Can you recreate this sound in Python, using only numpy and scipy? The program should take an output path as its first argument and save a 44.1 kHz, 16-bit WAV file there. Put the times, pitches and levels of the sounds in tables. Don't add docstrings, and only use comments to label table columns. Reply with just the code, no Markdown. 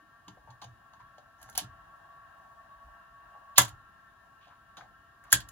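import sys
import numpy as np
from scipy import signal
from scipy.fft import rfft, irfft, next_fast_len
from scipy.io import wavfile
from scipy.ndimage import map_coordinates

SR = 44100
rng = np.random.default_rng(int(sys.argv[2]) if len(sys.argv) > 2 else 0)


def store_pcm(level_fs):
    pcm = np.round(np.clip(level_fs, -1, 1) * 32767).astype(np.int16)
    wavfile.write(sys.argv[1], SR, np.atleast_2d(pcm).T)


def field_ratio(decibels):
    return 10 ** (np.asarray(decibels, dtype=float) / 20)


N = 243211

# start in seconds, snap peak in dB, plastic in dB,
# chassis in dB, decay t60 in seconds.
ENGAGE = [(1.395, -56, -70, -55.5, 1), (1.4155, -50, -68.5, -51.5, 0.043), (1.4285, -36.5, -57, -56, 0.016),
          (1.4895, -54.5, -63.5, -44.5, 0.026), (1.4975, -38, -64.5, -53.5, 0.016),
          (1.526, -54, -63, -64, .06), (1.553, -37, -42.5, -44, 0.047), (1.5768, -10, -36, -30.5, 0.016),
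          (1.584, -32, -34, -37.5, .062), (1.60, -46.5, -50.5, -48, 0.044), (1.63, -50, -56, -49, 0.05)]
RELEASE = [
    (3.570, -38.5, -36.5, -55, .15),
    (3.576, -29.5, -29, -45, .04),
    (3.579, -15, -21, -25.5, .04),
    (3.5815, 3, -18.5, -10.5, .02),
    (3.588, -12.5, -22.5, -18.5, .055),
    (3.6175, -16, -34.5, -36.5, .02),
    (3.631, -30.5, -40, -38, 0.036),
    (3.648, -36, -45.5, -43, 0.036),
    (3.680, -39, -51.5, -49.5, 0.06),
]
SWITCH = [
    (5.239, -54, -80.5, -51, 0.028),
    (5.312, -39, -52, -69, .14),
    (5.3205, -20, -36, -43, .045),
    (5.3272, -0.5, -23, -11, .02),
    (5.337, -20, -24, -43, .055),
    (5.36, -38, -47, -51, .04),
    (5.403, -41, -47, -48, .04),
    (5.4875, -36, -55, -56, 0.024),
]
# frequency in Hz, level in dB, decay t60 in seconds.
ENGAGE_RING = [(653, -48.5, 0.095), (757, 11, 0.12), (900, 8, .06), (1110, 3, 0.07), (1370, 6, 0.071),
               (1597, 0, 0.099), (1950, -42, 0.035), (2150, -23, .05)]
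RELEASE_RING = [(614, -12.5, .13), (760, -17, 0.084), (850, -7, 0.19), (998, 1.5, 0.091), (1080, 0, 0.057),
                (1136, -5, .13), (1305, 6, 0.051), (1550, 1, 0.09), (1610, -2.5, 0.12), (1850, -2.5, 0.089),
                (2030, -13.5, 0.15)]
SWITCH_RING = [(584, -6, 0.13), (765, -11.5, 0.16), (863, -8, 0.17), (1050, -3.5, 0.089), (1220, -9, 0.18),
               (1505, -6, 0.05), (1574, 10, 0.035), (1680, 9, 0.04), (2180, -13, 0.12)]
# frequency in Hz, level in dB.
SNAP = [(3500, -25), (5000, -10), (6800, 0.5), (8500, -5), (10200, 0.5), (12000, -3.5), (14000, 5),
        (15400, -5), (16000, -13.5), (16800, -31.5)]
DULL = [(3500, -14), (5000, -11.5), (6500, 4), (8000, -13), (10500, -11), (12500, -19), (14500, -14.5),
        (16500, -26.5)]
PLASTIC = [(1700, -25.5), (2100, -12.5), (2500, -10.5), (2950, -2), (3400, -2.5), (4000, -3), (4900, -7.5),
           (5500, -11), (6500, -28)]
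# frequency in Hz, level in dB.
WIDE = [(200, -19), (600, -8), (1500, -5.5), (2400, -1), (5000, -3.5), (7000, -7), (10000, -7.5),
        (16000, -11)]
# start in seconds, tick peak in dB, knock in dB, knock frequency in Hz,
# decay t60 in seconds.
TOUCH = [
    (.2815, -48, -48, 950, .04),
    (.3714, -80, -56, 736, 0.033),
    (.5043, -60.5, -56, 850, .041),
    (.6165, -48.5, -46, 907, 0.089),
    (.6414, -50, -50.5, 740, 0.038),
    (.9344, -63, -57, 900, 0.07),
    (1.1814, -60, -51, 640, 0.049),
    (4.7698, -49.5, -49.5, 1216, .11),
    (4.8084, -70, -45.5, 1320, .035),
]
RUB = [
    (.995, -73.5, -50.5, 1000, 0.058),
    (.468, -81.5, -51.5, 854, 0.15),
    (3.342, -95, -53.5, 770, 0.055),
    (4.405, -80, -63, 2900, 0.34),
    (4.462, -71, -57, 770, 0.13),
    (4.5, -86, -54.5, 1110, .1),
    (4.765, -64.5, -51.5, 773, .16),
    (4.815, -73.5, -57, 757, 0.11),
    (5.235, -70, -55, 1190, 0.21),
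]
# frequency in Hz, level in dB, decay t60 in seconds.
SPRING = [(1393, -50, .7), (822, -56, .6), (720, -58, .5)]
# start in seconds, peak in dB, sharpness in dB, decay t60 in seconds, shudder in dB.
PUSH = [
    (0.306, -50, 2.5, 0.062, -84.5),
    (0.488, -48, -18.5, 0.11, -77.5),
    (.649, -48, -11, .19, -78),
    (1.011, -60.5, -8, 0.094, -79.5),
    (1.46, -55, -10, 0.083, -65),
    (1.643, -42, -4.5, 0.073, -78),
    (3.584, -29.5, -3, 0.14, -68.5),
    (4.8, -62, 4, .14, -78),
    (5.333, -32.5, -5.5, 0.1, -62),
]
# frequency in Hz, level in dB at sharpness 0.
BENCH_UPPER = [(188, -6), (300, -7), (390, -16)]
# start
# in seconds, peak in dB, frequency in Hz, decay t60 in seconds.
LEAN = [(1.4, -58, 60, .15), (1.54, -55, 62, .15), (.02, -64, 305, 0.097), (.39, -58, 55, .06),
        (1.689, -50.5, 78, 0.1), (2.752, -60.5, 50, 0.1), (2.84, -50.5, 52, 0.18), (3.091, -60, 42, 0.12),
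        (3.252, -56.5, 48, .096), (3.665, -48, 95, 0.11), (3.72, -48, 70, .064), (5.34, -42.5, 62, 0.24),
        (5.439, -68, 70, 0.16)]
# time in seconds, transport load from 0 to 1, brush drag in dB.
MOTOR = [(0, 0.18, -5.5), (.5, 0.23, -6), (.72, 0.17, -3), (1.04, 0.3, 0), (1.25, 0, -2.5), (1.55, 0.2, 1),
         (1.9, 0.81, 1.5), (2.6, 0.85, -0.5), (2.85, 1.1, 0.5), (3.05, 0.7, 2), (3.58, 1, -0.5),
         (3.75, 0.3, 3), (3.9, 0, -1), (4.7, 0.06, -3), (5.2, 0.22, -1.5), (5.37, 0.86, 2), (5.51, 0.1, -1)]
# time in seconds, commutator rate in Hz.
SPEED = [(0, 227), (.5, 227), (.9, 224.5), (3.5, 224.5), (4.3, 224.5), (4.9, 224), (5.1, 227), (5.51, 227)]
# multiple of the commutator rate, level in dB rms.
ORDERS_DB = [(7, -74.5), (7.26, -77.5), (8, -73.5)]
FLICKER_DB = [(12.4, -92), (13.07, -92), (13.75, -95), (14.7, -94), (16, -98), (16.7, -93), (18, -100)]
# frequency in Hz, width in Hz, level in dB.
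CAN = [(1086.7, 43, 1), (1350, 70, -1), (1597, 70, -0.5), (1683, 74, -1.5), (1829, 120, -5.5),
       (2767, 170, -11.5), (3166, 270, -17), (3822, 400, -19.5)]
# frequency in Hz, density in dB per Hz.
GEARS = [(480, -30), (600, -3), (680, -0.5), (800, -0.5), (920, -4.5), (1000, -0.5), (1080, -3),
         (1200, -33)]
RUMBLE = [(12, -35), (20, -13.5), (43, 4.5), (64, 0), (130, -1.5), (233, -9.5), (311, -10.5), (434, -17),
          (550, -16.5), (720, -43.5), (1210, -120)]
AIR = [(1500, -20), (2200, 0), (4000, -3), (6000, -7), (7800, -6), (8250, -36), (9000, -36), (9250, -5),
       (12700, -7), (13000, -36), (14100, -36), (14350, -6), (15750, -6), (16000, -50)]
# frequency in Hz, t60 in seconds.
ROOM = [(100, 0.33), (600, 0.19), (2000, .17), (8000, 0.14), (16000, 0.04)]
# frequency in Hz, left-right likeness.
DIFFUSE = [(60, .85), (300, 0.73), (700, 0.15), (2000, 0.028), (7000, -.2), (15000, -0.11)]
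# frequency in Hz, phase in radians by which left leads.
LEAD = [(0, 0), (350, .2), (700, -.2), (1250, -.8), (1600, -.3), (1800, .6), (3200, 1.2), (4700, 3.1),
        (6700, 4.9), (8200, 4), (10200, 7.3), (12000, 5.4), (16000, .4)]
# frequency in Hz, left-right balance in dB.
SIDEWAYS = [(60, -1.5), (200, 2.5), (380, 1.5), (700, 5), (1200, 1), (1700, 8), (2400, -0.5), (4500, -10),
            (8000, 0), (15000, -0.5)]
# frequency in Hz, width in Hz, depth in dB.
NOTCHES = [(8800, 500, -12), (13550, 780, -18.5)]

FIFTH_DB, SIXTH_DB, BRUSH_DB, GEAR_DB = -68, -69.5, -64, -71
FIFTH_GAINS_DB, SIXTH_GAINS_DB, GEAR_GAINS_DB = 11, -6.5, 7
SIXTH_PER_DRAG = 0.91
RISE_S, RISE_GROWS, LONGEST_RISE_S = .001, 1.5, 0.024
CHASSIS_LOW_HZ, CHASSIS_HIGH_HZ = 520, 2125
SPRING_S = 3.59
BENCH_HZ, UPPER_T60_S, RISE_CYCLES = 117, 0.096, 0.42
SOFT_LEAD_S = .03
RUMBLE_DB, SHUDDER_RISE_S, SHUDDER_T60_S = -73.5, 0.055, .8


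def unit(x):
    return x / np.sqrt(np.mean(x ** 2) + 1e-20)


def peak(x):
    return x / np.max(np.abs(x))


def along(points, hz):
    f, v = np.transpose(points)
    return np.interp(np.log(hz + 1), np.log(f + 1), v)


def curves(rows):
    s, *cols = np.transpose(rows)
    return [np.interp(np.arange(N) / SR, s, c) for c in cols]


def wobble(rate):
    n = np.arange(0, N + 16, 16)
    knots = rng.standard_normal(int(N * rate / SR) + 4)
    return np.interp(np.arange(N), n, map_coordinates(knots, [n * rate / SR]))


def filtered(x, response):
    n = x.shape[-1]
    m = next_fast_len(n + 8192)
    return irfft(rfft(x, m) * response(np.fft.rfftfreq(m, 1 / SR)), m)[..., :n]


def coloured(points):
    return lambda hz: field_ratio(along(points, hz))


def swell(t, t60, rise):
    return (1 - np.exp(-t / rise)) ** 2 * field_ratio(-60 * t / t60)


def scattered(pair):
    turn = lambda hz: np.arccos(np.clip(along(DIFFUSE, hz), -1, 1)) / 2
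    mid, side = filtered(pair, lambda hz: np.array([np.cos(turn(hz)), np.sin(turn(hz))]))
    return np.array([mid + side, mid - side])


def hiss(spectrum):
    return unit(scattered(filtered(rng.standard_normal((2, N)), coloured(spectrum))))


def ports(x):
    half = lambda hz: field_ratio(along(SIDEWAYS, hz) / 2) * np.exp(.5j * np.interp(hz, *np.transpose(LEAD)))
    return filtered(x, lambda hz: np.array([half(hz), 1 / half(hz)]))


def add(out, s, shape, parts):
    n = np.arange(len(shape))
    depth_db = 4 * (1 - np.exp(-n / 350))
    clumps = field_ratio(depth_db * map_coordinates(rng.standard_normal(len(n) // 40), [n / 60]))
    for db, response in parts:
        blows = rng.standard_normal((2, len(shape))) * shape * clumps
        sound = filtered(blows, response)
        out[:, round(s * SR):][:, :len(shape)] += field_ratio(db) * sound / np.max(np.abs(sound), 1, keepdims=True)


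def key(contacts, modes):
    out, t = np.zeros((2, N + SR)), np.arange(SR // 5) / SR
    damp = 2.2 / .45

    def ring(f):
        low = (f / CHASSIS_LOW_HZ) ** 6
        band = low / (1 + low) / (1 + (f / CHASSIS_HIGH_HZ) ** 6)
        return band * sum(field_ratio(db) * 1j * f / (c * c - f * f + 1j * f * damp / min(t60, .09))
                          for c, db, t60 in modes)

    for s, snap_db, plastic_db, chassis_db, t60 in contacts:
        rise = min(RISE_S * (t60 / .025) ** RISE_GROWS, LONGEST_RISE_S)
        snap = SNAP if rise < .006 else DULL
        parts = [(snap_db + 1, coloured(snap)), (plastic_db + 6, coloured(PLASTIC)), (chassis_db + 1.5, ring)]
        add(out, s - rise, swell(t, t60, rise), parts)
    return out[:, :N]


def fingers(contacts, rise, broad, plastic_db):
    out, t = np.zeros((2, N + SR)), np.arange(SR // 5) / SR
    for s, tick_db, knock_db, c, t60 in contacts:
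        knock = lambda f: (1j * f * c * broad / (c * c - f * f + 1j * f * c * broad)) ** 2
        parts = [(tick_db + 2, coloured(DULL)), (tick_db + plastic_db, coloured(PLASTIC)), (knock_db + 5.5, knock)]
        add(out, s - .0015, swell(t, t60, rise), parts)
    return out[:, :N]


def spring():
    t = np.maximum(np.arange(N) / SR - SPRING_S, 0)
    return sum(field_ratio(db - 60 * t / t60) * np.sin(2 * np.pi * hz * t) for hz, db, t60 in SPRING)


def bench():
    out, t = np.zeros(N + SR), np.arange(SR // 2) / SR
    sway = 0.48 * wobble(39)[:len(t)]
    swings = [(s, db, BENCH_HZ, t60) for s, db, _, t60, _ in PUSH] + LEAN
    for s, db, sharp_db, _, _ in PUSH:
        start = s - SOFT_LEAD_S * (db < -40)
        swings += [(start, db + sharp_db + upper_db, hz, UPPER_T60_S) for hz, upper_db in BENCH_UPPER]
    for s, db, hz, t60 in swings:
        shape = peak((1 - np.exp(-t * hz / RISE_CYCLES)) ** 2 * field_ratio(-60 * (t / t60) ** 2))
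        swing = np.sin(2 * np.pi * hz * t + sway) + .28 * np.sin(2 * np.pi * .7 * hz * t)
        out[round(s * SR):][:len(t)] += field_ratio(db) * shape * swing
    return out[:N]


def motor():
    load, drag_db = curves(MOTOR)
    fifth_db = FIFTH_DB + FIFTH_GAINS_DB * load
    sixth_db = SIXTH_DB + SIXTH_GAINS_DB * load + SIXTH_PER_DRAG * drag_db
    gear_db = GEAR_DB + GEAR_GAINS_DB * load
    brush_db = BRUSH_DB + drag_db
    turn = 2 * np.pi * np.cumsum(curves(SPEED)[0] * (1 + .003 * wobble(14))) / SR

    def order(k, db, blur=.9):
        return np.sqrt(2) * field_ratio(db + 3.5 * wobble(35)) * np.sin(k * turn + blur * wobble(40))

    whine = order(5, fifth_db) + order(6, sixth_db + 2) + sum(order(k, db) for k, db in ORDERS_DB)
    whine += order(3, gear_db - 8) + order(4.38, gear_db - 13)
    whine += sum(order(k, db + 3 * wobble(6), blur=2.2) for k, db in FLICKER_DB)

    def can(f):
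        total = sum((-1) ** k * field_ratio(db) * 1j * f * w / (c * c - f * f + 1j * f * w)
                    for k, (c, w, db) in enumerate(CAN))
        return total * np.abs(total) ** .6

    brushes = unit(filtered(rng.standard_normal((3, N)), can))
    brush_level = field_ratio(brush_db + 1.6 * wobble(11))
    direct = ports(whine + field_ratio(-3) * brush_level * brushes[0])
    around = field_ratio(1) * brush_level * scattered(brushes[1:])
    gears = field_ratio(gear_db + 1.6 * wobble(5.8)) * field_ratio([[1.5], [-1.5]]) * hiss(GEARS)
    return direct + around + gears


def room(x):
    hz, t, z = signal.stft(rng.standard_normal((2, SR // 2)), SR, nperseg=256)
    tail = signal.istft(z * field_ratio(-60 * t / along(ROOM, hz)[:, None]), SR, nperseg=256)[1]
    late = np.pad(x, (130, 0))
    return signal.fftconvolve(late[None], tail / np.linalg.norm(tail[0]), axes=1)[:, :N]


def background():
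    level, t = np.full(N + SR, field_ratio(RUMBLE_DB)), np.arange(SR) / SR
    for s, *_, db in PUSH:
        level[round(s * SR):][:SR] += field_ratio(db + 2) * swell(t, SHUDDER_T60_S, SHUDDER_RISE_S)
    rumble = level[:N] * field_ratio(5 + 0.96 * wobble(24)) * hiss(RUMBLE)
    return rumble + field_ratio(-76.5) * hiss(AIR)


def scene():
    touches = fingers(TOUCH, rise=0.00097, broad=.45, plastic_db=4.5)
    rubs = fingers(RUB, rise=0.013, broad=0.47, plastic_db=7.5)
    keys = [key(ENGAGE, ENGAGE_RING), key(RELEASE, RELEASE_RING), key(SWITCH, SWITCH_RING), touches + rubs]
    thumps = bench()
    answer = scattered(field_ratio(-7) * sum(room(k[0]) for k in keys) + field_ratio(-10) * room(thumps))
    shared, spread = sum(keys)
    width = filtered(spread, lambda hz: field_ratio(along(WIDE, hz) - 4))
    direct = ports(shared + thumps + spring()) + [[1], [-1]] * width
    return direct + answer + motor() + background()


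def band_limit(x):
    return signal.sosfilt(signal.butter(12, 16750, fs=SR, output="sos"), x)


def record(dry):
    def notched(f):
        notches_db = sum(db * np.exp(-((f - c) / w) ** 2) for c, w, db in NOTCHES)
        return field_ratio(notches_db) * f ** 4 / (f ** 4 + 37.0 ** 4)

    return band_limit(np.clip(filtered(dry, notched), -1, 1))


dry = scene()
out = record(dry)
store_pcm(out)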